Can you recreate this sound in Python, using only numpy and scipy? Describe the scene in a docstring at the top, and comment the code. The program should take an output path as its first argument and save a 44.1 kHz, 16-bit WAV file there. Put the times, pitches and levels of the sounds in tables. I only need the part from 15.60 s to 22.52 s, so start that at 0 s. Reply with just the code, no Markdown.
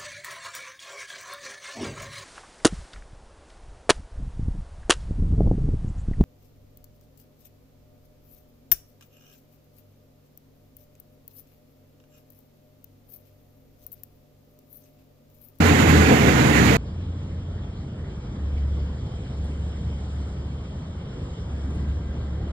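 """A muddy torrent bursts over a road: shaped noise roars, narrow bands boom, spray hisses off to the right.
Abruptly, a flooded street is heard from above: the flow is one noise split into rumble, rush, fizz and mist,
whose spray grows and then eases; rings and short bursts make its drops, slaps and thuds.
A low sine drone, as of an engine, swells and fades. Two wavering sines make a thin far horn near the end.
"""
import sys
import numpy as np
from scipy import signal
from scipy.fft import rfft, irfft
from scipy.io import wavfile
from scipy.ndimage import uniform_filter1d

SR = 44100
rng = np.random.default_rng(int(sys.argv[2]) if len(sys.argv) > 2 else 0)


def int16_out(signal):
    """Quantize to a 16-bit WAV file."""
    q = np.round(np.clip(np.atleast_2d(signal).T, -1, 1) * 32767)
    wavfile.write(sys.argv[1], SR, q.astype(np.int16))


N = 305152
TIME = np.arange(N) / SR
BINS_HZ = np.fft.rfftfreq(N, 1 / SR)
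# short-time spectra (samples)
FRAME, HOP = 2048, 256
FRAME_HZ = np.fft.rfftfreq(FRAME, 1 / SR)
FRAMES = N // HOP + 9
CHANGE_S = 1.169  # the torrent ends and the street begins


def gain_of(db):
    """Level law: decibels to an amplitude factor."""
    return 10 ** (np.asarray(db) / 20)


def evened(x):
    """Normalisation: scales a signal to rms 1."""
    return x / np.sqrt(np.mean(x ** 2) + 1e-20)


def read(points, hz=FRAME_HZ):
    """Interpolation of a table over logarithmic frequency."""
    f, value = np.transpose(points)
    return np.interp(np.log(hz + 1), np.log(f + 1), value)


def curve(rows, axis=1):
    """Linear interpolation of one column of a table over time."""
    rows = np.asarray(rows)
    return np.interp(TIME, rows[:, 0], rows[:, axis])


def ramp(start_s, length_s):
    """Raised-cosine onset from 0 to 1."""
    return np.sin(np.pi / 2 * np.clip((TIME - start_s) / length_s, 0, 1)) ** 2


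def bumps(rows):
    """Gaussian envelopes, summed as amplitude, from rows of (t/s, half length/s, level/dB)."""
    return sum(gain_of(db) * np.exp(-((TIME - s) / half_s) ** 2) for s, half_s, db in rows)


def wander(rate_hz):
    """Random modulation: low-passed noise of rms 1 whose spectrum fades around the given rate."""
    return evened(irfft(rfft(rng.standard_normal(N)) * np.exp(-(BINS_HZ / rate_hz) ** 2), N))


def below(f, edge_hz, order=4):
    """Butterworth magnitude of a low-pass."""
    return 1 / np.sqrt(1 + (f / edge_hz) ** (2 * order))


def above(f, edge_hz, order=4):
    """Butterworth magnitude of the matching high-pass."""
    return (f / edge_hz) ** order * below(f, edge_hz, order=order)


def around(f, hz, octaves):
    """Band-pass magnitude: a Gaussian over log frequency."""
    return np.exp(-(np.log2((f + 1) / hz) / octaves) ** 2)


def shaped(x, gain):
    """Linear filtering of a stereo pair; the mean of its channels is set to rms 1."""
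    y = irfft(rfft(x) * gain(BINS_HZ), N)
    return y / np.sqrt(np.mean(y.mean(0) ** 2) + 1e-20)


def add(mix, s, sound):
    """Superposition: mixes a sound in at a time."""
    part = mix[:, round(s * SR):][:, :sound.shape[1]]
    part += sound[:, :part.shape[1]]


def churn(spectrum_db, apart, lead, patchy_db, flicker_db):
    """Turbulence as partly coherent stereo noise: patches drift above a steady bass, all pitches flicker."""
    a, b, c, d, patches = rng.standard_normal((5, FRAMES, len(FRAME_HZ)), dtype=np.float32)
    patches = uniform_filter1d(uniform_filter1d(patches, size=12, axis=0), size=24, axis=1)
    patches = evened(patches) * above(FRAME_HZ, edge_hz=580, order=1)
    flicker = evened(uniform_filter1d(rng.standard_normal(FRAMES), size=8))[:, None]
    # the right channel shares part of the left and lags it in phase
    own = np.clip(gain_of(read(apart)), 0, 1)
    left = a + 1j * b
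    right = (np.sqrt(1 - own ** 2) * left + own * (c + 1j * d)) * np.exp(-1j * read(lead))
    level = gain_of(spectrum_db) * gain_of(patchy_db * patches + flicker_db * flicker)
    frames = np.array([left, right]) * level
    noise = signal.istft(frames.transpose(0, 2, 1), nperseg=FRAME, noverlap=FRAME - HOP)[1][:, :N]
    return noise * signal.windows.tukey(N, .002)


def splashes(per_s, low_hz, high_hz, cycles, spread_db, count=24):
    """Bubble and drop resonance, blurred by distance: short soft rings, per_s in each channel on average."""
    out = np.zeros((2, N))
    t = np.arange(SR // 20) / SR
    for hz in np.geomspace(low_hz, high_hz, count):
        age = hz * t / cycles
        ring = np.sin(2 * np.pi * hz * t) * age ** 2 * np.exp(-age ** 2) * np.sqrt(low_hz / hz)
        # exponential waits make the rings fall at random; ln 2 splits the channels evenly
        wait, size, side = rng.exponential(1, (3, 1000))
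        when = np.cumsum(wait) * count / (2 * per_s)
        gains = gain_of(spread_db * np.minimum(size, 4))
        for s, gain, right in zip(when[when < TIME[-1]], gains, side > np.log(2)):
            add(out[int(right)][None], s, gain * ring[None])
    return evened(out)


def heaved(water, rows):
    """Band-limited swelling: each moving mass of water lifts one band of the flow for a moment."""
    out = np.zeros((2, N))
    for s, half_s, hz, db in rows:
        band = shaped(water, lambda f: around(f, hz, octaves=0.69))
        out += bumps([(s, half_s, db)]) * band
    return out


# far horn: sets in, then fades
HORN_START_S, HORN_RISE_S, HORN_DB, HORN_FADE_DB_PER_S = 6.02, 0.13, -63, 7
# partials of the far horn: f/Hz, relative level/dB
HORN_PARTIALS = [(1600, 1), (2003, -3)]


def horn():
    """Propagation: only two upper partials carry over the water, and the air makes them waver."""
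    tones = np.zeros(N)
    for hz, db in HORN_PARTIALS:
        size = gain_of(db + 2.8 * wander(rate_hz=7.8))
        tones += size * np.sin(2 * np.pi * hz * TIME + .5 * wander(rate_hz=12))
    level_db = HORN_DB - HORN_FADE_DB_PER_S * (TIME - HORN_START_S)
    return np.sqrt(2) * tones * ramp(HORN_START_S, HORN_RISE_S) * gain_of(level_db)


# the drone drops once from a fast pitch to a slow one
DRONE_FAST_HZ, DRONE_SLOW_HZ, DRONE_DROP_AT_S, DRONE_DROP_S = 86.26, 70.7, 2.37, 0.071
DRONE_IDLE_DB, RELEASE_S = -42, 0.46
# swells of the drone: start t/s, rise/s, length/s, level/dB, sag/(dB per s)
DRONE_SWELLS = [(1.168, 0.24, 1.25, -32, 1.5), (2.622, 0.39, 0.94, -23, 12), (3.4, 0.58, 1.97, -29, 3.5),
                (5.76, 0.22, 1.75, -28.8, 3)]


def drone():
    """Harmonic synthesis: a hum, with weak octaves, swells out of an idling level, sags and dies away."""
    pitch_hz = DRONE_FAST_HZ + (DRONE_SLOW_HZ - DRONE_FAST_HZ) * ramp(DRONE_DROP_AT_S, DRONE_DROP_S)
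    turns = np.cumsum(pitch_hz + 0.3 * wander(rate_hz=3.03)) / SR
    octave_up, octave_down = np.sin(2 * np.pi * 2 * turns), np.sin(np.pi * turns)
    tone = np.sin(2 * np.pi * turns) + gain_of(-27.5) * octave_up + gain_of(-25) * octave_down
    size = gain_of(DRONE_IDLE_DB)
    for start, rise, length, db, sag_db_per_s in DRONE_SWELLS:
        gate = ramp(start, rise) * (1 - ramp(start + length - RELEASE_S, RELEASE_S))
        level_db = db - sag_db_per_s * np.maximum(TIME - start - rise, 0)
        size = np.maximum(size, gate * gain_of(level_db))
    return evened(tone) * size * gain_of(0.5 * wander(rate_hz=8))


# part of the street sound that the channels do not share: f/Hz, level/dB
STREET_APART = [(40, -42), (130, -34), (220, -18), (420, -7), (900, -.3), (1400, -.3), (1800, -1.9),
                (2250, -.6), (2500, -6), (2750, -8), (3100, -1.2), (4400, -.3), (5300, -1.2), (5800, -10),
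                (6700, -13), (7050, -.8), (7500, -20), (8600, -20), (9100, -.8), (9600, -26), (11000, -24)]
# phase by which the left channel leads: f/Hz, phase/rad
STREET_LEAD = [(150, 0), (220, -.08), (420, -.5), (900, 0), (1800, .2), (2250, 1.5), (2480, 3.1),
               (2850, 3.1), (4200, 1.3), (5100, 1.8), (5800, 3.1), (6850, 3.1), (7250, 0), (8850, 0),
               (9400, 3.14)]


def at_ports(x):
    """Interchannel coherence: gives two unrelated signals the street's likeness and phase difference."""
    left, other = rfft(x)
    own = np.clip(gain_of(read(STREET_APART, BINS_HZ)), 0, 1)
    right = (np.sqrt(1 - own ** 2) * left + own * other) * np.exp(-1j * read(STREET_LEAD, BINS_HZ))
    return irfft(np.array([left, right]), N)


SLAP_RISE_S, SLAP_OCTAVES = 0.011, .3
# small laps at random: the higher, the weaker; the decay varies by half either way
LAP_LOW_HZ, LAP_HIGH_HZ, LAP_MEAN_DECAY_S = 550, 4900, 0.037
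LAP_MAX_DB, LAP_TILT_DB, LAP_SPREAD_DB = -51.5, 8, 4.5
# waves that slap and throw spray: t/s, f/Hz, decay/s, level before the envelope/dB
SLAPS = [(1.96, 1800, 0.068, -58), (2.96, 2400, 0.043, -53), (2.97, 4400, .03, -61),
         (3.51, 760, 0.037, -49), (3.835, 9200, 0.018, -60), (3.876, 9500, .02, -67),
         (3.91, 2650, .03, -57), (3.915, 9500, 0.018, -69), (4.11, 3000, .035, -54), (4.5, 1450, .03, -55),
         (4.525, 9500, .02, -69), (4.66, 10500, 0.052, -67), (5.725, 5600, 0.035, -61),
         (6.098, 9500, .02, -64), (6.138, 9700, .022, -60), (6.82, 650, .04, -49)]


def slaps():
    """Impulsive noise: waves break on cars and kerbs in bursts of spray that rise fast and patter out."""
    out = np.zeros((2, N))
    t = np.arange(SR // 4) / SR
    f = np.fft.rfftfreq(len(t), 1 / SR)
    when, pitch, length, size = rng.random((80, 4)).T
    laps = zip(CHANGE_S + when * (TIME[-1] - CHANGE_S),
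               LAP_LOW_HZ * (LAP_HIGH_HZ / LAP_LOW_HZ) ** pitch,
               LAP_MEAN_DECAY_S * (.5 + length),
               LAP_MAX_DB - LAP_TILT_DB * pitch - LAP_SPREAD_DB * size)
    for s, hz, decay_s, db in list(SLAPS) + list(laps):
        spectrum = rfft(rng.standard_normal((2, len(t)))) * around(f, hz, SLAP_OCTAVES)
        burst = evened(irfft(spectrum, len(t)))
        fade = np.exp(-np.maximum(t - SLAP_RISE_S, 0) / decay_s)
        add(out, s, gain_of(db) * burst * np.minimum(t / SLAP_RISE_S, 1) * fade)
    return out


# gains added to the columns of the surge
RUMBLE_GAIN_DB, RUSH_GAIN_DB, FIZZ_GAIN_DB, MIST_GAIN_DB = 4, 0.32, 1.04, 2.5
STREET_EDGE_HZ = 11250  # the street has almost no treble above this
# spectrum of the flooded street: f/Hz, relative density level/dB
FLOOD = [(20, -38.5), (36, -23.5), (54, 2), (72, -0.8), (105, -2.5), (165, -5.5), (250, -13), (370, -17),
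         (460, -17.5), (750, -27), (950, -28.5), (1250, -29.5), (1850, -36), (2650, -38), (3150, -33),
         (4300, -43), (5400, -42.5), (7200, -46.5), (8100, -51), (9200, -54), (10500, -57.5),
         (11500, -62.5)]
# course of the flood, before the gains above: t/s, rumble/dB, rush/dB, fizz/dB, fine spray/dB
SURGE = [(1.25, -36.5, -49.6, -63, -80), (2.3, -38, -49.5, -65, -80.5), (3.0, -35.5, -48, -62.5, -77.5),
         (3.7, -36.8, -47.5, -62, -75.5), (3.9, -36, -47.5, -62, -74), (4.12, -37.5, -47, -61, -73.5),
         (4.23, -36.5, -48, -60.5, -74.5), (4.38, -36.5, -48, -61.5, -73.5),
         (4.7, -37, -47.5, -61.5, -74.5), (4.85, -37.5, -48, -62.5, -77), (5.45, -37, -47, -62.5, -77.5),
         (5.72, -37.5, -47, -62, -75), (6.17, -35, -46, -61.5, -75.5), (6.45, -35.5, -47, -62.5, -78),
         (6.9, -35.5, -46, -62.5, -78)]
# dull thuds: t/s, half length/s, f/Hz, level/dB
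THUDS = [(4.236, 0.067, 149, -38.5), (6.17, .022, 147, -34)]


def street():
    """Band splitting of a wide flow: its mass rumbles, waves rush, foam fizzes and fine spray hisses."""
    water = churn(read(FLOOD), STREET_APART, STREET_LEAD, patchy_db=1.47, flicker_db=0.44)
    rush_hz, fizz_hz, mist_hz = 330, 2500, 6500  # lower edges of the bands
    rumble = shaped(water, lambda f: below(f, rush_hz) ** 2)
    rush = shaped(water, lambda f: (above(f, rush_hz) * below(f, fizz_hz)) ** 2)
    gurgles = gain_of(-11) * splashes(per_s=420, low_hz=488.5, high_hz=1502, cycles=7.7, spread_db=1.0)
    bubbles = gain_of(-19) * splashes(per_s=40, low_hz=901, high_hz=1550, cycles=16, spread_db=2.5)
    fizz = shaped(water, lambda f: (above(f, fizz_hz) * below(f, mist_hz)) ** 2)
    fizz = gain_of(-1.1 + .45 * wander(rate_hz=18)) * fizz
    drops = splashes(per_s=320, low_hz=3200, high_hz=5400, cycles=14, spread_db=2.5)
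    foam = fizz + gain_of(-10.5) * at_ports(drops)
    mist = gain_of(.7 * wander(rate_hz=18)) * shaped(water, lambda f: above(f, mist_hz) ** 2)
    droplets = gain_of(-2.0) * splashes(per_s=200, low_hz=6000, high_hz=11000, cycles=9, spread_db=1.5)
    flow = rumble * gain_of(curve(SURGE, axis=1) + RUMBLE_GAIN_DB)
    flow += (rush + gurgles + bubbles) * gain_of(curve(SURGE, axis=2) + RUSH_GAIN_DB)
    flow += foam * gain_of(curve(SURGE, axis=3) + FIZZ_GAIN_DB)
    flow += (mist + at_ports(droplets)) * gain_of(curve(SURGE, axis=4) + MIST_GAIN_DB)
    flow += at_ports(slaps()) + heaved(water, THUDS)
    return irfft(rfft(flow) * below(BINS_HZ, STREET_EDGE_HZ, order=50), N)


# the deepest note sinks and keeps sounding between heaves
THROB_START_HZ, THROB_END_HZ, THROB_SINK_S, THROB_DB = 87.4, 70.6, 0.525, -23.5
# heaves added to that note: t/s, half length/s, level/dB
HEAVES = [(0.07, 0.16, -26), (0.368, 0.082, -17)]
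# phase by which the left channel leads in the torrent: f/Hz, phase/rad
TORRENT_LEAD = [(30, 0), (80, -.22), (110, -.35), (300, -.85), (440, -1.1), (560, -2), (750, -1.6),
                (1000, -2.3), (1400, -4.4)]


def throb():
    """Frequency and amplitude modulation: the torrent's deepest note heaves while its pitch sinks."""
    sink = np.exp(-(TIME / THROB_SINK_S) ** 2)
    pitch_hz = THROB_END_HZ + (THROB_START_HZ - THROB_END_HZ) * sink
    size = gain_of(THROB_DB) + bumps(HEAVES)
    angle = 2 * np.pi * np.cumsum(pitch_hz) / SR
    return size * np.sin([angle, angle - read(TORRENT_LEAD, pitch_hz)])


# the torrent pours steadily
ROAR_DB, SPRAY_DB, SPRAY_DROPS_DB = -17.5, -24.5, -40.5
# spectra before the shading of each channel: f/Hz, relative density level/dB
ROAR = [(20, -44), (48, -23), (72, 1), (92, -4.5), (120, -2.5), (158, -0.5), (185, -7), (300, -3),
        (360, -11.5), (450, -8.5), (590, -17), (760, -15), (1000, -24), (1600, -29), (3000, -70)]
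SPRAY = [(400, -26), (800, -3.5), (1200, -3), (2050, 0.5), (3100, -9), (4200, -13.5), (5600, -18.5),
         (7100, -12.5), (7800, -20), (8400, -25.5), (10500, -26.5), (12000, -24.5), (15300, -31)]
# balance of the channels: f/Hz, left minus right/dB
TORRENT_SIDE = [(60, 0.5), (400, -1), (700, 1), (1000, -9), (1350, -9), (2400, -16.5), (4400, -15.5),
                (8000, -32.5), (15000, -34)]
# part that the channels do not share: f/Hz, level/dB
TORRENT_APART = [(60, -14), (160, -13), (280, -9.3), (560, -4), (1000, -1), (1800, -.05)]
# hollow booming in the roar: f/Hz, width/Hz, level/dB
BOOMS = [(230, 15.6, -27), (416, 11, -34), (570, 25, -37)]
# tumbling masses of water: t/s, half length/s, f/Hz, level/dB
TUMBLES = [(0.335, 0.022, 190, -30), (0.51, 0.025, 180, -28), (0.521, 0.02, 755, -33),
           (0.998, 0.055, 190, -25)]


def facing(f):
    """Acoustic shading: the left channel loses treble, and both shed the deepest bass."""
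    ratio = gain_of(read(TORRENT_SIDE, f))
    sides = np.array([ratio, np.ones(len(f))]) / np.sqrt(1 + ratio ** 2)
    return sides * above(f, edge_hz=88, order=2)


def booming():
    """Narrow-band noise: carriers with randomly wandering amplitude and phase boom hollowly."""
    booms = np.zeros((2, N))
    for hz, width_hz, db in BOOMS:
        swing = (wander(width_hz) + 1j * wander(width_hz)) * np.exp(2j * np.pi * hz * TIME)
        booms += gain_of(db) * np.real([swing, swing * np.exp(-1j * read(TORRENT_LEAD, hz))])
    return booms


def torrent():
    """Turbulent noise: tumbling water roars and booms, and its spray hisses into the right channel."""
    roar = churn(read(ROAR), TORRENT_APART, TORRENT_LEAD, patchy_db=1.3, flicker_db=0.77)
    roar = shaped(roar, facing)
    spray = churn(read(SPRAY), TORRENT_APART, TORRENT_LEAD, patchy_db=0.93, flicker_db=0.97)
    spray = shaped(spray, facing)
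    drops = splashes(per_s=970, low_hz=1198, high_hz=4900, cycles=7.1, spread_db=1.0)
    drops = shaped(drops, facing)
    water = gain_of(ROAR_DB) * roar + heaved(roar, TUMBLES)
    hiss = gain_of(SPRAY_DB) * spray + gain_of(SPRAY_DROPS_DB) * drops
    return water + hiss + booming() + throb()


def scene():
    """Succession and superposition: the torrent gives way abruptly to the street, drone and horn."""
    return np.where(TIME < CHANGE_S, torrent(), street() + drone() + horn())


def record(dry):
    """Band limitation: soft ends, then the recorder's linear-phase low-pass."""
    soft = dry * signal.windows.tukey(N, .001)
    low_pass = signal.firwin(511, 15640, window=("kaiser", 9), fs=SR)  # edge in Hz
    return signal.oaconvolve(soft, low_pass[None], "same")


dry = scene()
out = record(dry)
int16_out(out)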